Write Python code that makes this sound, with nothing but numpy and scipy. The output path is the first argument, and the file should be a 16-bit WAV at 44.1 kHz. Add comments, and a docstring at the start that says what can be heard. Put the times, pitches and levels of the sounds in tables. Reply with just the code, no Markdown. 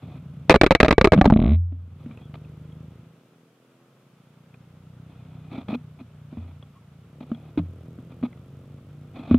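"""A small motorbike falls on asphalt, heard from a cased camera bolted to it. Two distant engines drone
throughout. At 0.5 s the case begins to strike and scrape the ground, each impact exciting its modes.
At 1.3 s the slide ends; the camera rocks between the stops of its springy mount, then swings freely.
From about 2 s, rubs, clinks, knocks and squeaks come through the mount, with a hard knock at 9.3 s."""
import sys
import numpy as np
from scipy import signal
from scipy.fft import rfft, irfft, next_fast_len
from scipy.io import wavfile
from scipy.ndimage import uniform_filter1d, minimum_filter1d, map_coordinates

SR = 44100
rng = np.random.default_rng(int(sys.argv[2]) if len(sys.argv) > 2 else 0)


def put_to_file(sound):
    """Save the sound as 16-bit audio at rate SR, in the file named by the first command-line argument."""
    columns = np.atleast_2d(sound).T  # one column per channel
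    safe = np.clip(columns, -1, 1)
    whole_steps = np.round(safe * 32767)
    wavfile.write(sys.argv[1], SR, whole_steps.astype(np.int16))


N = 413658

CHATTER_S, CHATTER_DB = .0058, -4.5  # nominal spacing of repeated contacts; their level re the first
SLIDE_END_S, GRIT_DB = 1.32, -12.5  # the slide slows evenly to rest; scrape re blow at full speed
# The case strikes the asphalt. Each row: start in seconds, level in dB, skid length in seconds,
# roughness of the spot in dB, pitch of the hollow clank in Hz.
GROUND_STRIKES = [(0.496, 16.5, 0.0034, -2.5, 654), (0.507, 10, 0.015, -3, 503),
                  (0.542, 10, 0.0058, -5, 513), (0.558, 8.5, 0.0018, -5, 426), (0.613, 9.5, 0.0011, 4, 547),
                  (0.634, 13.5, 0.0061, -6.5, 466), (0.663, 4, 0.0046, 0.5, 367),
                  (0.708, 11, 0.012, -0.5, 535), (0.75, 7, 0.0013, 6, 320), (0.802, 8.5, 0.0055, 4, 630),
                  (0.830, 15, 0.0006, -3.5, 427.5), (0.847, 6, 0.01, 0, 637), (0.882, 8, 0.0054, -4.5, 456),
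                  (0.908, 9, 0.0053, 4.5, 423.7), (0.926, 6, 0.00062, 1.5, 312),
                  (0.981, 13.5, 0.00099, -1.5, 408.1), (1.012, 11, 0.0013, 2.5, 516),
                  (1.044, 11.5, .012, 4, 412.4), (1.072, 9, 0.00087, -1, 390),
                  (1.1207, 14, 0.0011, 2.5, 623), (1.132, 12, 0.0088, 3, 486),
                  (1.2126, 15.5, 0.00064, 3.5, 754), (1.244, 4, 0.00088, 1.5, 710),
                  (1.255, 5.5, .0005, 12, 900), (1.2578, 13.5, 0.0005, 6, 405),
                  (1.3011, 12.5, 0.006, 2.5, 842)]
def contacts():
    """Contact chatter: a skidding wall touches again after a whole number of its own cycles."""
    for s, db, skid_s, rough_db, clank_hz in GROUND_STRIKES:
        speed = max((SLIDE_END_S - s) / (SLIDE_END_S - GROUND_STRIKES[0][0]), .01)
        grit_db = GRIT_DB + rough_db + 20 * np.log10(speed)
        gap_s = max(round(CHATTER_S * clank_hz), 1) / clank_hz
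        for k in range(5):
            touch = min(1, 1 + skid_s / CHATTER_S - k)
            if touch > 0:
                yield s + k * gap_s, db + CHATTER_DB * (k > 0) + 20 * np.log10(touch), grit_db, clank_hz


PINNED_S, PINNED_RING = 1.3, 0.43  # from here the ground presses on the case and shortens its ring
# Modes of the case. Each row: frequency in Hz, level in dB, free decay time (T60) in seconds.
CASE_MODES = [(584, -7.5, 0.047), (926, -4, 0.019), (1223, -9.5, 0.039), (1654, -16.5, 0.038),
              (3903, -30, 0.05)]
# Spectrum of scraped grit. Each row: frequency in Hz, relative density in dB.
GRIT_SPECTRUM = [(100, -18.5), (400, -3.5), (650, -9), (2400, -9), (3000, -18.5), (4000, -18),
                 (5200, -29.5), (16000, -56)]
def crash():
    """Impact excitation: each contact rings the case and the metal behind it, and drags it over grit."""
    t = np.arange(SR // 4) / SR
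    body, drag_power = np.zeros((2, N))
    scatter = rng.standard_normal(size=(5 * len(GROUND_STRIKES), len(CASE_MODES), 2))
    for (s, db, grit_db, clank_hz), chance in zip(contacts(), scatter):
        free = PINNED_RING if s > PINNED_S else 1
        tilt_db_per_hz = (grit_db - GRIT_DB) / 4000  # a soft contact leaves the upper modes quiet
        modes = 0
        for k, ((hz, level, t60), (louder, detune)) in enumerate(zip(CASE_MODES, chance)):
            gain = (-1) ** k * amp(level + tilt_db_per_hz * hz + 2 * louder)
            loaded_hz = hz + 2 * detune / t60  # the ground's varying load shifts damped modes most
            modes += gain * ring(t, loaded_hz, free * t60)
        clank = ring(t, clank_hz, t60=free * .027)
        metal = amp(-24.5 + grit_db) * ring(t, hz=2277, t60=free ** 2 * 0.15)
        shove = amp(-5) * ring(t, hz=280 * amp(2 * chance[0, 1]), t60=0.03, hardness=2.8)
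        lurch = amp(-8.5) * ring(t, hz=63, t60=0.045)
        add(body, s, amp(db) * (amp(-7) * (clank + modes) + metal + shove - lurch))
        scrape = np.exp(-(t / 0.0031) ** 2) + amp(-23) * fade(t, 0.019)
        add(drag_power, s, amp(db + grit_db) ** 2 * scrape)
    stones = unit(amp(3.1 * wobble(900)))  # single stones catch the case
    return body + noise(GRIT_SPECTRUM, amp(6.5) * np.sqrt(drag_power) * stones)


SWAY_HZ, SWAY_T60_S = 87.2, 0.63  # natural vibration of the camera on its mount
ROCK_S, FREE_S = 1.3235, 1.562  # the mount starts to rock; it no longer reaches its stops
SLACK_S, SHRINK = 0.026, .725  # time that play adds to the first cycle; its ratio from cycle to cycle
SWING_PEAK_S, SWING_RISE_DB_PER_S = 1.535, 81
# Spectrum of the joint's click at the far stop. Each row: frequency in Hz, relative density in dB.
JOINT_SPECTRUM = [(1300, 1), (2050, 12), (4000, 3.5), (4600, -40), (12000, -71)]
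def rocking():
    """An oscillator with backlash: the mount hits both stops ever faster and lighter, then swings free."""
    time, t, cycle = np.arange(N) / SR, np.arange(SR // 4) / SR, np.arange(100)
    period = 1 / SWAY_HZ + SLACK_S * SHRINK ** cycle
    turns = np.interp(time, ROCK_S + np.cumsum(period) - period, cycle, left=-1)
    force = np.clip((FREE_S - time) / (FREE_S - ROCK_S), 0, 1)
    near, far = np.zeros((2, N))
    for stop, lag_cycles in [(near, 0), (far, 0.38)]:
        at = passes(np.maximum(turns - lag_cycles, -1))
        stop[at] = force[at] * amp(1.5 * rng.standard_normal(len(at)))  # no two touches are alike
    touches = amp(8) * (near + amp(-9) * far)
    arm = amp(-10) * ring(t, hz=217.1, t60=0.17, hardness=2.4)
    thud = amp(17) * ring(t, hz=171, t60=0.01, hardness=1.73)
    body = excite(touches, arm + thud)
    click = signal.fftconvolve(impulse(JOINT_SPECTRUM), fade(t, 0.0034) * rng.standard_normal(len(t)))
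    buzz = amp(-4.5) * excite(far ** 0.45, click / np.linalg.norm(click))  # light touches still click
    swing_db = -0.5 + np.minimum(SWING_RISE_DB_PER_S * (time - SWING_PEAK_S), 0)
    decay = fade(np.maximum(time - SWING_PEAK_S, 0), SWAY_T60_S)
    swing = amp(swing_db) * decay * np.sin(2 * np.pi * turns)
    scuff = case_noise(amp(-29.5) * excite(touches, fade(t, 0.03)))
    return body - swing + buzz + mount_stops(touches) + scuff


# Knocks through the mount. Each row: start in seconds, level in dB, pitch in Hz.
MOUNT_KNOCKS = [(1.1502, -7, 241), (1.161, -0.5, 165.6), (1.176, 6, 173), (1.187, 3, 201.6),
                (1.264, -4.5, 198), (1.275, 2.5, 209.4), (1.722, -27, 246), (2.061, -29.5, 241),
                (2.105, -35, 240), (5.581, -26, 253), (5.689, -21.5, 228), (5.728, -20, 241),
                (6.326, -32.5, 227), (6.371, -28, 235), (7.208, -29.5, 262), (7.316, -18.5, 242),
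                (7.575, -15.5, 291), (7.594, -19, 163.6), (7.986, -33, 238), (8.227, -24, 238),
                (8.2348, -17.5, 245), (9.311, -7.5, 241.5), (9.344, -1.5, 251)]
# Jolts that set the camera swaying. Each row: start in seconds, level in dB.
SWAY_JOLTS = [(6.372, -29.5), (7.575, -23.5), (9.312, -13.5)]
def knocks():
    """Damped free vibration: soft blows thud, ring the mount's arm, tap its stops and tick its joint."""
    t = np.arange(SR) / SR
    body, ticks, blows = np.zeros((3, N))
    for s, db, hz in MOUNT_KNOCKS:
        thud = amp(13.5) * ring(t, hz, t60=0.021, hardness=0.92)
        arm = ring(t, hz * (1 + 0.04 * rng.standard_normal()), t60=0.12, hardness=1)
        add(body, s, amp(db) * (thud + arm))
        add(ticks, s, amp(-22.5 + 0.94 * db) * fade(t, 0.035))
        blows[round(s * SR)] = amp(db)
    for s, db in SWAY_JOLTS:
        add(body, s, amp(db) * ring(t, SWAY_HZ, SWAY_T60_S, hardness=1))
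    return body + mount_stops(blows) + case_noise(ticks)


# Modes of the mount's stops. Each row: frequency in Hz, relative level in dB, T60 in seconds.
STOP_MODES = [(620, 6, 0.021), (1120, -6.5, 0.018)]
def mount_stops(force):
    """Resonance: the stops ring briefly under each blow."""
    return struck(STOP_MODES, amp(-15) * force)


# Things rubbing on the bike. Each row: start in seconds, length in seconds, level in dB.
RUB_STROKES = [(0.01, 0.18, -56.5), (1.981, 0.26, -62.5), (2.339, 0.019, -48.5), (5.07, 0.52, -62.5),
               (5.508, 0.13, -48), (5.68, 0.079, -39.5), (5.986, 0.036, -53), (6.302, 0.23, -59.5),
               (7.203, 0.036, -49), (7.253, 0.28, -62), (7.575, 0.02, -37.5), (8.094, 0.04, -57.5),
               (8.226, 0.042, -45), (9.132, 0.4, -49.5), (9.295, 0.048, -54)]
# Spectrum of dry friction in the mount. Each row: frequency in Hz, relative density in dB.
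RASP_SPECTRUM = [(300, 2.5), (700, 15), (1750, -7.5), (2400, 3.5), (2850, -9), (4000, -6), (4900, -20.5),
                 (12000, -47)]
# Modes of small metal parts. Each row: frequency in Hz, relative level in dB, T60 in seconds.
PART_MODES = [(1226, 4, 0.014), (2487, -5.5, 0.025), (3440, 1.5, 0.007)]
def rubs():
    """Stick-slip friction: uneven rubbing rasps, stirs the mount's arm and rings the small parts."""
    pressure = np.zeros(N)
    for s, length, db in RUB_STROKES:
        add(pressure, s, amp(db) * signal.windows.tukey(round(length * SR), .15))
    pressure *= unit(amp(3.2 * wobble(130)))
    slips = (rng.random(N) < 1500 / SR) * rng.standard_normal(N)  # about 1500 a second
    arm = noise([(130, -33), (245, 8.5), (400, -13.5), (1500, -55)], amp(7) * pressure)
    return noise(RASP_SPECTRUM, pressure) + struck(PART_MODES, amp(-6) * pressure * slips) + arm


# Loose parts settling. 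Each row: start in seconds, level in dB, pitch in Hz.
LOOSE_CLINKS = [(2.111, -43, 2350), (2.174, -44, 2640), (2.341, -32, 1180), (2.448, -49, 2530),
                (2.7217, -52, 3280), (4.542, -45, 2480), (5.685, -40, 2320), (5.739, -32, 2490),
                (6.626, -42.5, 3360), (7.347, -43, 3290), (8.3285, -46, 2030), (8.374, -47, 1250)]
def clinks():
    """Light impacts: each loose part ticks and rings at its own natural frequency."""
    t = np.arange(SR) / SR
    rings, ticks = np.zeros((2, N))
    for s, db, hz in LOOSE_CLINKS:
        add(rings, s, amp(db + 0.5) * ring(t, hz, t60=0.023, hardness=0.55))
        add(ticks, s, amp(db - 6) * fade(t, .04))
    return rings + case_noise(ticks)


# Squeaking slips. Each row: start in seconds, length in seconds, pitch in Hz, level in dB.
SQUEAKING_SLIPS = [(2.19, 0.095, 3330, -61), (5.503, 0.11, 2300, -53.5), (6.751, 0.041, 1080, -55)]
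def squeaks():
    """Periodic stick-slip: where slips fall into step, friction sings a short unsteady note."""
    out = np.zeros(N)
    for s, length, hz, db in SQUEAKING_SLIPS:
        size = round(length * SR)
        turns = np.cumsum(hz * (1 + 0.026 * wobble(350)[:size])) / SR
        add(out, s, amp(db) * np.hanning(size) ** .5 * np.sin(2 * np.pi * turns))
    return out


# Spectra of a firing's boom and of its hard edge. Each row: frequency in Hz, relative level in dB.
BOOM_SPECTRUM = [(35, -25.5), (80, -0.5), (150, 6.5), (200, -6), (330, -25.5), (1200, -71)]
BARK_SPECTRUM = [(110, -47.5), (260, 8.5), (700, -12), (1300, -43)]
def engine(firing_rates):
    """A pulse train: one uneven exhaust pulse per firing, smeared by reflections; gives (boom, bark)."""
    rate, = curves(firing_rates)
    turns = np.cumsum(rate) / SR + .002 * wobble(20)
    pulses = np.zeros(N)
    pulses[passes(turns)] = 1
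    pulses *= amp(wobble(40))
    t = np.arange(SR // 10) / SR
    paths = rng.standard_normal(len(t)) * fade(t, .16)
    paths *= amp(-6) / np.linalg.norm(paths)
    paths[0] = 1  # the direct sound
    shapes = [signal.fftconvolve(impulse(colour), paths) for colour in (BOOM_SPECTRUM, BARK_SPECTRUM)]
    return np.array([unit(excite(pulses, shape)) for shape in shapes])


def throttle(firing_rates):
    """Output follows load: an engine's gain rises as it gathers speed and falls as it coasts."""
    rate, = curves(firing_rates)
    growth_per_s = np.gradient(np.log(rate)) * SR
    return amp(26.5 * uniform_filter1d(growth_per_s, size=SR // 4))


THIN_BELOW_DB, THIN_HZ = -48.5, 121  # a drone fainter than this loses the bass below this frequency
# Two single-cylinder engines, slowing for corners. Each row: time in seconds, firings per second.
FIRST_FIRING = [(0, 27), (2.05, 23.8), (2.9, 26.7), (4, 28.95), (5.2, 31.3), (7.7, 26.2), (9.4, 31)]
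SECOND_FIRING = [(0, 35.16), (1.8, 36.23), (3.3, 40.3), (4.08, 44.5), (4.5, 41.3), (7.05, 35.16),
                 (8.3, 44.2), (9.3, 50.72)]
# Their joint drone. Each row: time in seconds, level in dB.
DRONE_LEVELS = [(0.004, -39), (1.95, -42), (2.93, -43), (3.19, -53.5), (3.58, -60), (4.63, -49.5),
                (5.61, -42), (6.04, -47), (6.52, -45), (6.81, -49.5), (7.64, -44), (9.25, -45.5)]
def distant_bikes():
    """Superposition: two engines on the circuit merge with their scattered echo and the rush of air."""
    drone_db, = curves(DRONE_LEVELS)
    first, second = throttle(FIRST_FIRING), amp(-1.5) * throttle(SECOND_FIRING)
    pull = np.hypot(first, second)
    first_boom, first_bark = first * engine(FIRST_FIRING)
    second_boom, second_bark = second * engine(SECOND_FIRING)
    # the bark is harder under throttle, and in the faster engine
    bark = (amp(-7) * first_bark + second_bark) * pull * amp(-42 + .5 * drone_db)
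    echo = amp(-20) * noise(BOOM_SPECTRUM)
    bikes = (first_boom + second_boom) / pull + echo
    bass = filtered(bikes, lambda hz: 1 / (1 + (hz / THIN_HZ) ** 10))
    fullness = amp(np.minimum(4 * (drone_db - THIN_BELOW_DB), 0))
    drone = amp(drone_db) * (bikes - (1 - fullness) * bass)
    air = case_noise(amp(-50.5 + 0.26 * drone_db + wobble(60)))
    return drone + bark + air


# What the closed case lets through. Each row: frequency in Hz, relative density in dB.
CASE_TRANSMISSION = [(150, -23), (400, 3.5), (960, -5.5), (1300, -2.5), (1750, -13), (2450, -11.5),
                     (3500, -13.5), (4200, -23.5), (5200, -37.5), (15000, -69)]
def case_noise(envelope):
    """Transmission loss: the case muffles noise that passes through it."""
    return noise(CASE_TRANSMISSION, envelope)


def hiss():
    """Self-noise: each microphone adds its own hiss, weaker in the treble."""
    white = amp(-69.5) * rng.standard_normal((2, N))
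    return filtered(white, lambda hz: amp(along([(2000, 6.5), (14000, -5.5)], hz)))


# Likeness of the two microphone ports. Each row: frequency in Hz, left-right correlation.
PORT_CORRELATION = [(300, 1), (2300, 0.78), (4500, 0.33)]
def noise(spectrum, envelope=1):
    """Partial coherence: coloured noise of this rms envelope, alike at both ports in the bass only."""
    angle = lambda hz: np.arccos(np.clip(along(PORT_CORRELATION, hz), -1, 1)) / 2
    white = rng.standard_normal((2, N))
    mid, side = filtered(white, lambda hz: np.array([np.cos(angle(hz)), np.sin(angle(hz))]))
    ports = envelope * np.array([mid + side, mid - side])
    colour = impulse(spectrum)
    return signal.fftconvolve(ports, colour[None] / np.linalg.norm(colour), axes=1)[:, :N]


def struck(modes, force):
    """Modal superposition: an object answers a force with the sum of its modes."""
    t = np.arange(SR // 4) / SR
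    response = sum(amp(db) * ring(t, hz, t60, hardness=0.45) for hz, db, t60 in modes)
    return excite(force, response / np.abs(response).max())


def ring(t, hz, t60, hardness=20):
    """A damped mode; a softer contact makes it build more slowly."""
    return np.sin(2 * np.pi * hz * t) * fade(t, t60) * (1 - np.exp(-hardness * hz * t))


def fade(t, t60):
    """Exponential decay, by 60 dB in t60 seconds."""
    return np.exp(-np.log(1000) * t / t60)


def excite(force, response):
    """Convolution of a force with an impulse response."""
    return signal.fftconvolve(force, response)[:N]


def impulse(spectrum, size=8192):
    """The minimum-phase pulse with this spectral shape."""
    cepstrum = irfft(np.log(amp(along(spectrum, np.fft.rfftfreq(size, 1 / SR)))))
    one_sample_delay = np.exp(-2j * np.pi * np.fft.rfftfreq(size))
    return irfft(np.exp(rfft(2 * cepstrum[1:size // 2], size) * one_sample_delay))


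def filtered(x, response):
    """Linear filtering by a frequency response."""
    size = next_fast_len(N + SR // 2)
    return irfft(rfft(x, size) * response(np.fft.rfftfreq(size, 1 / SR)), size)[..., :N]


def wobble(rate):
    """A smooth random curve, rate knots a second."""
    return map_coordinates(rng.standard_normal(int(N * rate / SR) + 4), [np.arange(N) * rate / SR])


def along(points, hz):
    """Interpolation of (Hz, value) points on a log axis."""
    knots_hz, values = np.transpose(points)
    return np.interp(np.log(hz + 1), np.log(knots_hz + 1), values)


def curves(rows):
    """One value per sample for each column after the time."""
    s, *columns = np.transpose(rows)
    return [np.interp(np.arange(N) / SR, s, column) for column in columns]


def passes(turns):
    """Samples at which a running count passes a whole number."""
    return np.flatnonzero(np.diff(np.floor(turns)) > 0)


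def add(track, s, sound):
    """Lay a sound into a track at s seconds."""
    start = max(0, round(s * SR))
    part = track[..., start:start + sound.shape[-1]]
    part += sound[..., :part.shape[-1]]


def amp(db):
    """Decibels to gain."""
    return 10 ** (np.asarray(db) / 20)


def unit(x):
    """Scaled to rms 1."""
    return x / np.sqrt(np.mean(x ** 2) + 1e-20)


def scene():
    """Superposition: structure-borne and airborne sound add at the microphones."""
    return crash() + knocks() + clinks() + rocking() + rubs() + squeaks() + distant_bikes() + hiss()


LIMIT_DB, MOST_CUT_DB, HOLD_S, RECOVER_DB_PER_S = -3, 10, .33, 28
def gain_control(x):
    """Automatic gain control: loud peaks turn the gain down; it holds, then creeps back."""
    hold, attack = round(HOLD_S * SR), SR // 500
    peak_db = 20 * np.log10(np.abs(x).max(axis=0) + 1e-9)
    needed_db = np.clip(LIMIT_DB - peak_db, -MOST_CUT_DB, 0)
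    held_db = minimum_filter1d(needed_db, size=hold, origin=hold // 2 - attack, mode="nearest")
    recovery_db = RECOVER_DB_PER_S * np.arange(N) / SR
    gain_db = np.minimum.accumulate(held_db - recovery_db) + recovery_db
    return x * amp(uniform_filter1d(gain_db, size=attack))


LOW_HZ, TOP_HZ = 25, 15300
def record(dry):
    """Saturation: the crash turns the gain down and still overloads the band-limited input."""
    held = gain_control(signal.sosfilt(signal.butter(2, LOW_HZ, "high", fs=SR, output="sos"), dry))
    saturated = held / (1 + np.abs(held) ** 6) ** (1 / 6)
    return signal.sosfilt(signal.butter(12, TOP_HZ, fs=SR, output="sos"), saturated)


dry = scene()
out = record(dry)
put_to_file(out)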